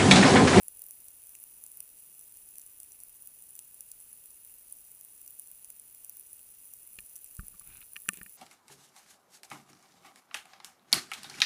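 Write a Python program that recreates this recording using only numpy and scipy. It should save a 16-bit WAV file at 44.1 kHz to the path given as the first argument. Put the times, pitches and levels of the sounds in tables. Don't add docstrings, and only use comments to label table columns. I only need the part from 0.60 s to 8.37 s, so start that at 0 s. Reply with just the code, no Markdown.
import sys
import numpy as np
from scipy import signal
from scipy.fft import rfft, irfft, next_fast_len
from scipy.io import wavfile
from scipy.ndimage import map_coordinates

SR = 44100
rng = np.random.default_rng(int(sys.argv[2]) if len(sys.argv) > 2 else 0)


def gain_from_decibels(decibels):
    exponent = np.asarray(decibels, float) / 20
    return 10 ** exponent


def to_wav(s):
    ch = np.atleast_2d(s).T
    pcm = np.round(np.clip(ch, -1, 1) * 32767)
    wavfile.write(sys.argv[1], SR, pcm.astype(np.int16))


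N = 342666


def unit(x):
    return x / np.sqrt(np.mean(x ** 2) + 1e-20)


def wander(rate):
    knots = rng.standard_normal(round(N * rate / SR) + 4)
    return map_coordinates(knots, [np.arange(N) * rate / SR])


def filtered(x, gain):
    m = next_fast_len(N + 8192)
    return irfft(rfft(x, m) * gain(np.fft.rfftfreq(m, 1 / SR)), m)[:N]


def coloured(spectrum):
    f, db = np.transpose(spectrum)

    def gain(hz):
        return gain_from_decibels(np.interp(np.log(hz + 1), np.log(f + 1), db, -120, -120))

    return unit(filtered(rng.standard_normal(N), gain))


def response(modes, f):
    total = 0
    for k, (centre, width, db) in enumerate(modes):
        damping = 1j * f * width
        total = total + (-1) ** k * gain_from_decibels(db) * damping / (centre * centre - f * f + damping)
    return total


def resonate(s, db, life, modes):
    k = np.arange(64)
    envelope = (k + 1) ** 2 * np.exp(-k / (life * SR))
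    bursts = rng.standard_normal((len(s), len(k))) * envelope
    ringing = rfft(bursts, 128) * response(modes, np.fft.rfftfreq(128, 1 / SR))
    bursts *= (gain_from_decibels(db) / np.linalg.norm(ringing, axis=1))[:, None]
    places = np.round(s * SR).astype(int)[:, None] + k
    drive = np.bincount(places.ravel(), bursts.ravel(), N + SR)[:N]
    return filtered(drive, lambda f: response(modes, f))


# (f/Hz, width/Hz, level/dB)
DEEP_MODES = [(2700, 310, 0)]
LOWER_MODES = [(4760, 1180, -16), (5928, 250, 0), (7370, 600, 0), (8240, 270, 1.5)]
MIDDLE_MODES = [(8770, 890, -13.5), (10057, 310, 1), (11206, 560, -9)]
TOP_MODES = [(13000, 1800, -13.5), (14450, 710, -1), (15300, 500, -5.5)]


def housing(s, levels_db, life):
    groups = (DEEP_MODES, LOWER_MODES, MIDDLE_MODES, TOP_MODES)
    return sum(resonate(s, db, life, modes) for db, modes in zip(levels_db, groups))


def crowd(count, scatter_db, tint_db, groups_db, cap_db=np.inf):
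    s = rng.uniform(0, N / SR, count)
    size = np.minimum(scatter_db * rng.exponential(size=count), cap_db)
    tint = tint_db * rng.standard_normal((count, 4)).T
    return unit(housing(s, size + tint + np.array(groups_db)[:, None], life=0.0001))


def reef():
    close = crowd(count=150, scatter_db=-0.5, tint_db=3, groups_db=[-23, -13.5, 1.5, -1.5])
    grains = crowd(count=3000, scatter_db=1.5, cap_db=9, tint_db=4, groups_db=[-19.5, -12, 0.5, 0.0])
    fizz = crowd(count=20000, scatter_db=-1.5, tint_db=1.5, groups_db=[-23.5, -15, -1.0, -2.0])
    level = gain_from_decibels(-53.5 + 0.24 * wander(2.1))
    return level * (gain_from_decibels(-13.5) * close + gain_from_decibels(-4.5) * grains + gain_from_decibels(-2.5) * fizz)


# (f/Hz, relative level/dB per Hz)
HISS_SPECTRUM = [(12, -54), (20, 2), (1960, -14), (2630, -12), (3270, -14.5), (4500, -13.5), (5480, -13.5),
                 (6040, -14), (7000, -9), (9100, -35), (15400, -120)]


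def microphone_hiss():
    return gain_from_decibels(-70.5) * coloured(HISS_SPECTRUM)


# (t/s, peak level/dB of the 10 kHz ring, then over that ring: top treble/dB, lower treble/dB, deep ring/dB)
NEAR_SNAPS = [(0.0332, -36.5, 0, -10, -28), (0.0827, -23, -15, -14, -38), (0.172, -37, -2, -17, -36),
              (0.1938, -36, 1, -14, -33), (0.2195, -36.5, 8, -4, -28), (0.2399, -36, 0, -12, -42),
              (0.2653, -39, 5, -11, -34), (0.309, -32, 0, -10, -28), (0.484, -36.5, -4, -9, -35),
              (0.671, -42, 2, -6, -37), (0.6937, -36.5, -3, -17, -36), (0.7523, -37, -4, -0.5, -11),
              (0.8006, -40.5, 0, -19, -38), (0.8305, -38, -1, -20, -35), (0.8391, -35.5, 1, -12, -26),
              (1.0388, -31, -7, -11, -40), (1.0645, -36, -3, -3.5, -41), (1.0767, -48, 7, -15, -30),
              (1.1173, -35, -5, -18, -43), (1.1725, -39, 7, -11, -30), (1.2048, -27, -2, -9, -24),
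              (1.228, -51, 11, -12, -29), (1.5935, -37.5, -9, -5, -31), (1.6115, -41, 2, -10, -36),
              (1.7716, -45, 7, 1, -32), (1.889, -37.5, -3, -17, -35), (1.9567, -39, -1, -6, -21),
              (1.9836, -33.5, 3, -9, -36), (1.9969, -47, 9, 5, -20), (2.0165, -38.5, -5, -3, -39),
              (2.0643, -35, -7, -13, -32), (2.202, -34, -1, -5, -38), (2.2322, -37, 0, -6, -25),
              (2.3203, -39, -6, -2, -37), (2.4032, -35, -15, -17, -36), (2.4358, -32, -3, -20, -45),
              (2.484, -49, 9, -9, -28), (2.6227, -34, -7, -25, -44), (2.6736, -38.5, 7, -7, -26),
              (2.8237, -35.5, -7, -21, -42), (2.8915, -42, -1, -6, -36), (2.907, -36, -7, -19, -41),
              (2.9535, -36.5, -1, -5, -37), (2.9651, -41, 0, -14, -30), (2.9916, -30.5, -5, -2.5, -21),
              (3.1444, -36.5, -3, -16, -41), (3.2076, -29, -5, -9.5, -30), (3.3166, -30.5, -6, -6, -40),
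              (3.4026, -36, -9, -7.5, -40), (3.5299, -31, -13, -24, -36), (3.6582, -40, 4, -6, -28),
              (3.7056, -39, -7, -12, -39), (3.849, -37, -3, -15, -41), (3.9406, -47, 9, -9, -26),
              (4.1251, -26, -14, -26, -49), (4.3165, -36.5, -10, -26, -44), (4.4115, -41.5, 7, -4, -33),
              (4.4496, -40.5, 3, -8.5, -39), (4.6156, -44, 8, -7, -23), (4.6639, -42, 4, -11, -33),
              (4.678, -40.5, 7, 2, -26), (4.7071, -41, 6, -10, -36), (4.7902, -37, -6, -20, -42),
              (4.7968, -27.5, -4, -15, -33), (4.8734, -37, -9, -7.5, -37), (4.915, -39.5, 6, -8, -34),
              (5.0461, -32, -10, -9.5, -29), (5.103, -33, 1, -7.5, -25), (5.1977, -31.5, -17, -16, -46),
              (5.3484, -44, 8, -3, -17), (5.447, -34, 1, -7, -27), (5.496, -33, 4, -7, -34),
              (5.57, -37.5, 6, -7, -37), (5.597, -35, 1, -16, -41), (5.61, -35, -12, -19, -41),
              (5.7317, -30.5, -11, -22, -48), (5.7935, -39.5, -2, -7, -17), (6.0552, -46, 6, -9, -34),
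              (6.1374, -34.5, 3, -7.5, -35), (6.2746, -39, 1, -13, -33), (6.3327, -40.5, 3, -16, -34),
              (6.3878, -41, -10, -3, -6), (6.4059, -34.5, -5, -11, -35), (6.4628, -37, -6, -18, -43),
              (6.4963, -42, -1, -5, -29), (6.5573, -33.5, -7, -5.5, -28), (6.5628, -32, -3, -8, -37),
              (6.5687, -40, 0, -9, -22), (6.6445, -32, -4, -13, -29), (6.6615, -46, -12, 4, -18),
              (6.752, -42, 6, -9, -23), (6.768, -35, -6, -4.5, -35), (6.8688, -41, 6, -18, -33),
              (6.8829, -28.5, -7, -17, -46), (6.9964, -31, -10, -10, -30), (7.0746, -38, 1, -11, -27),
              (7.1485, -39, -5, -20, -37), (7.171, -37.5, -7, -5, -32), (7.3344, -33, -5, -24, -42),
              (7.365, -40, 0, 0.5, -20), (7.3773, -43, 6, -18, -38), (7.4019, -44, 7, -7, -34),
              (7.42, -37, -2, -17, -39), (7.4849, -34, -12, -8, -29), (7.4895, -15, -12, -3.5, -7),
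              (7.5349, -30.5, -9, -9, -26), (7.5421, -34, -7, -10, -32), (7.5725, -36.5, -6, 0.5, -16),
              (7.6321, -33, 0, -12, -35), (7.696, -45.5, 8, -7, -34)]


def near_snaps():
    s, ring_db, top_db, lower_db, deep_db = np.transpose(NEAR_SNAPS)
    levels_db = ring_db + np.array([deep_db, lower_db, 0 * s, top_db])
    peak_to_energy_db = [[33], [28.5], [29.5], [30]]
    return housing(s - 0.0008, levels_db + peak_to_energy_db, life=0.0002)


# (t/s, ring level/dB before a 5 dB cut, f/Hz where the shell rings most, bounce level/dB)
HAND_KNOCKS = [(6.388, -35.5, 3000, -60), (6.794, -35.5, 1380, -42.5), (6.834, -57, 1300, -56),
               (6.941, -51, 1200, -59), (7.011, -48, 1180, -75), (7.216, -47, 2580, -72),
               (7.359, -37.5, 2180, -85), (7.364, -31, 2500, -65), (7.459, -49, 1500, -76),
               (7.4853, -36, 2000, -75), (7.4888, -16.5, 1800, -38.5), (7.532, -48, 2500, -57),
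               (7.54, -45.5, 2490, -61), (7.574, -48, 2590, -58), (7.586, -51, 2570, -55),
               (7.614, -35, 1800, -50), (7.662, -41.5, 1950, -60)]
# (t/s, level/dB)
PALM_PUSHES = [(6.388, -56.5), (6.793, -33), (6.834, -50), (7.012, -66), (7.614, -53)]
# (f/Hz, relative level/dB, time to fall 60 dB t/s)
SHELL_MODES = [(970, -0.5, 0.0094), (1180, -3, 0.041), (1435, 5, 0.011), (1800, 2, 0.021),
               (2420, 5.5, 0.013), (2835, 6, 0.01), (3380, 1.5, 0.0051), (4210, -1.5, 0.014),
               (4910, 5, 0.0093)]


def knocks():
    out, t = np.zeros(N + SR), np.arange(SR // 4) / SR
    hz, level, t60 = np.transpose(SHELL_MODES)[:, :, None]
    sign = (-1) ** np.arange(len(SHELL_MODES))[:, None]
    onset = 1 - np.exp(-t / 0.00049)

    u = t - 0.008
    after = np.maximum(u, 0)
    press = np.exp(-(np.minimum(u, 0) / 0.002) ** 2)
    bounce_hz, bounce_t60 = np.array([[190], [380]]), [[0.082], [0.014]]
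    bounce = -press * np.cos(2 * np.pi * bounce_hz * u) * gain_from_decibels(-60 * after / bounce_t60)
    swing = np.cos(np.pi * (after / 0.0073) ** 0.66)
    sway = -press * swing * gain_from_decibels(-60 * after / 0.113)

    for s, db, centre, bounce_db in HAND_KNOCKS:
        spread_oct = 0.29 + 0.25 * np.log2(centre / 1200)
        lean = -6 * (np.log2(hz / centre) / spread_oct) ** 2
        lean = np.maximum(lean, -15)
        uneven = rng.normal(0, 1.5, hz.shape)
        decay = gain_from_decibels(level + lean + uneven - 60 * t / t60)
        ring = sign * decay * np.sin(2 * np.pi * hz * t) * onset
        out[round(s * SR):][:len(t)] += gain_from_decibels(db - 5) * ring.sum(0)
        upper = 0.9 * (centre / 2300) ** 2
        out[round((s - 0.0085) * SR):][:len(t)] += gain_from_decibels(bounce_db) * (bounce[0] + upper * bounce[1])
    for s, db in PALM_PUSHES:
        out[round((s - 0.0085) * SR):][:len(t)] += gain_from_decibels(db) * sway
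    return out[:N]


# (start t/s, length t/s, scrape level/dB, rumble level/dB), levels at full contact
FINGER_STROKES = [(6.385, 0.076, -88, -71), (6.798, .15, -77, -68), (6.919, 0.058, -67, -67),
                  (6.988, 0.05, -66, -73), (7.032, 0.17, -62, -63.5), (7.17, 0.078, -60.5, -69),
                  (7.512, .1, -61, -71), (7.6, 0.059, -72, -71)]
# (f/Hz, relative level/dB per Hz)
RUMBLE_SPECTRUM = [(10, -13), (25, -8), (80, -11), (180, -15.5), (280, -23.5), (500, -31)]


def rub():
    t = np.arange(N) / SR
    start, length, scrape_db, rumble_db = np.transpose(FINGER_STROKES)[:, :, None]
    grip_s, let_go_s = 0.042, 0.017
    ramps = np.minimum((t - start) / grip_s, (start + length - t) / let_go_s)
    contact = np.clip(ramps, 0, 1) ** 2

    slips_from = 6.7
    s = rng.uniform(slips_from, N / SR, 1500)
    damped = []
    for hz, db, t60 in SHELL_MODES[:-1]:
        tilt = -10 * abs(np.log2(hz / 2300))
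        damped.append((hz, 5 / t60, db + tilt))
    scrape = resonate(s, 2.9 * rng.exponential(size=len(s)), 0.0001, damped)
    scrape /= scrape[round(slips_from * SR):].std()
    rumble = gain_from_decibels(1.6 * wander(28)) * coloured(RUMBLE_SPECTRUM)
    return (gain_from_decibels(scrape_db) * contact).sum(0) * scrape + (gain_from_decibels(rumble_db) * contact).sum(0) * rumble


def scene():
    mix = reef() + microphone_hiss() + near_snaps() + knocks() + rub()
    return mix[None]


def band_limit(x):
    return signal.sosfilt(signal.butter(12, 16580, fs=SR, output="sos"), x)


def record(dry):
    edge_hz = 15300

    def band(hz):
        return np.where(hz < edge_hz, 1, gain_from_decibels(-13.5 - 0.011 * (hz - edge_hz)))

    limited = filtered(dry[0], band)[None]
    return band_limit(limited)


dry = scene()
out = record(dry)
to_wav(out)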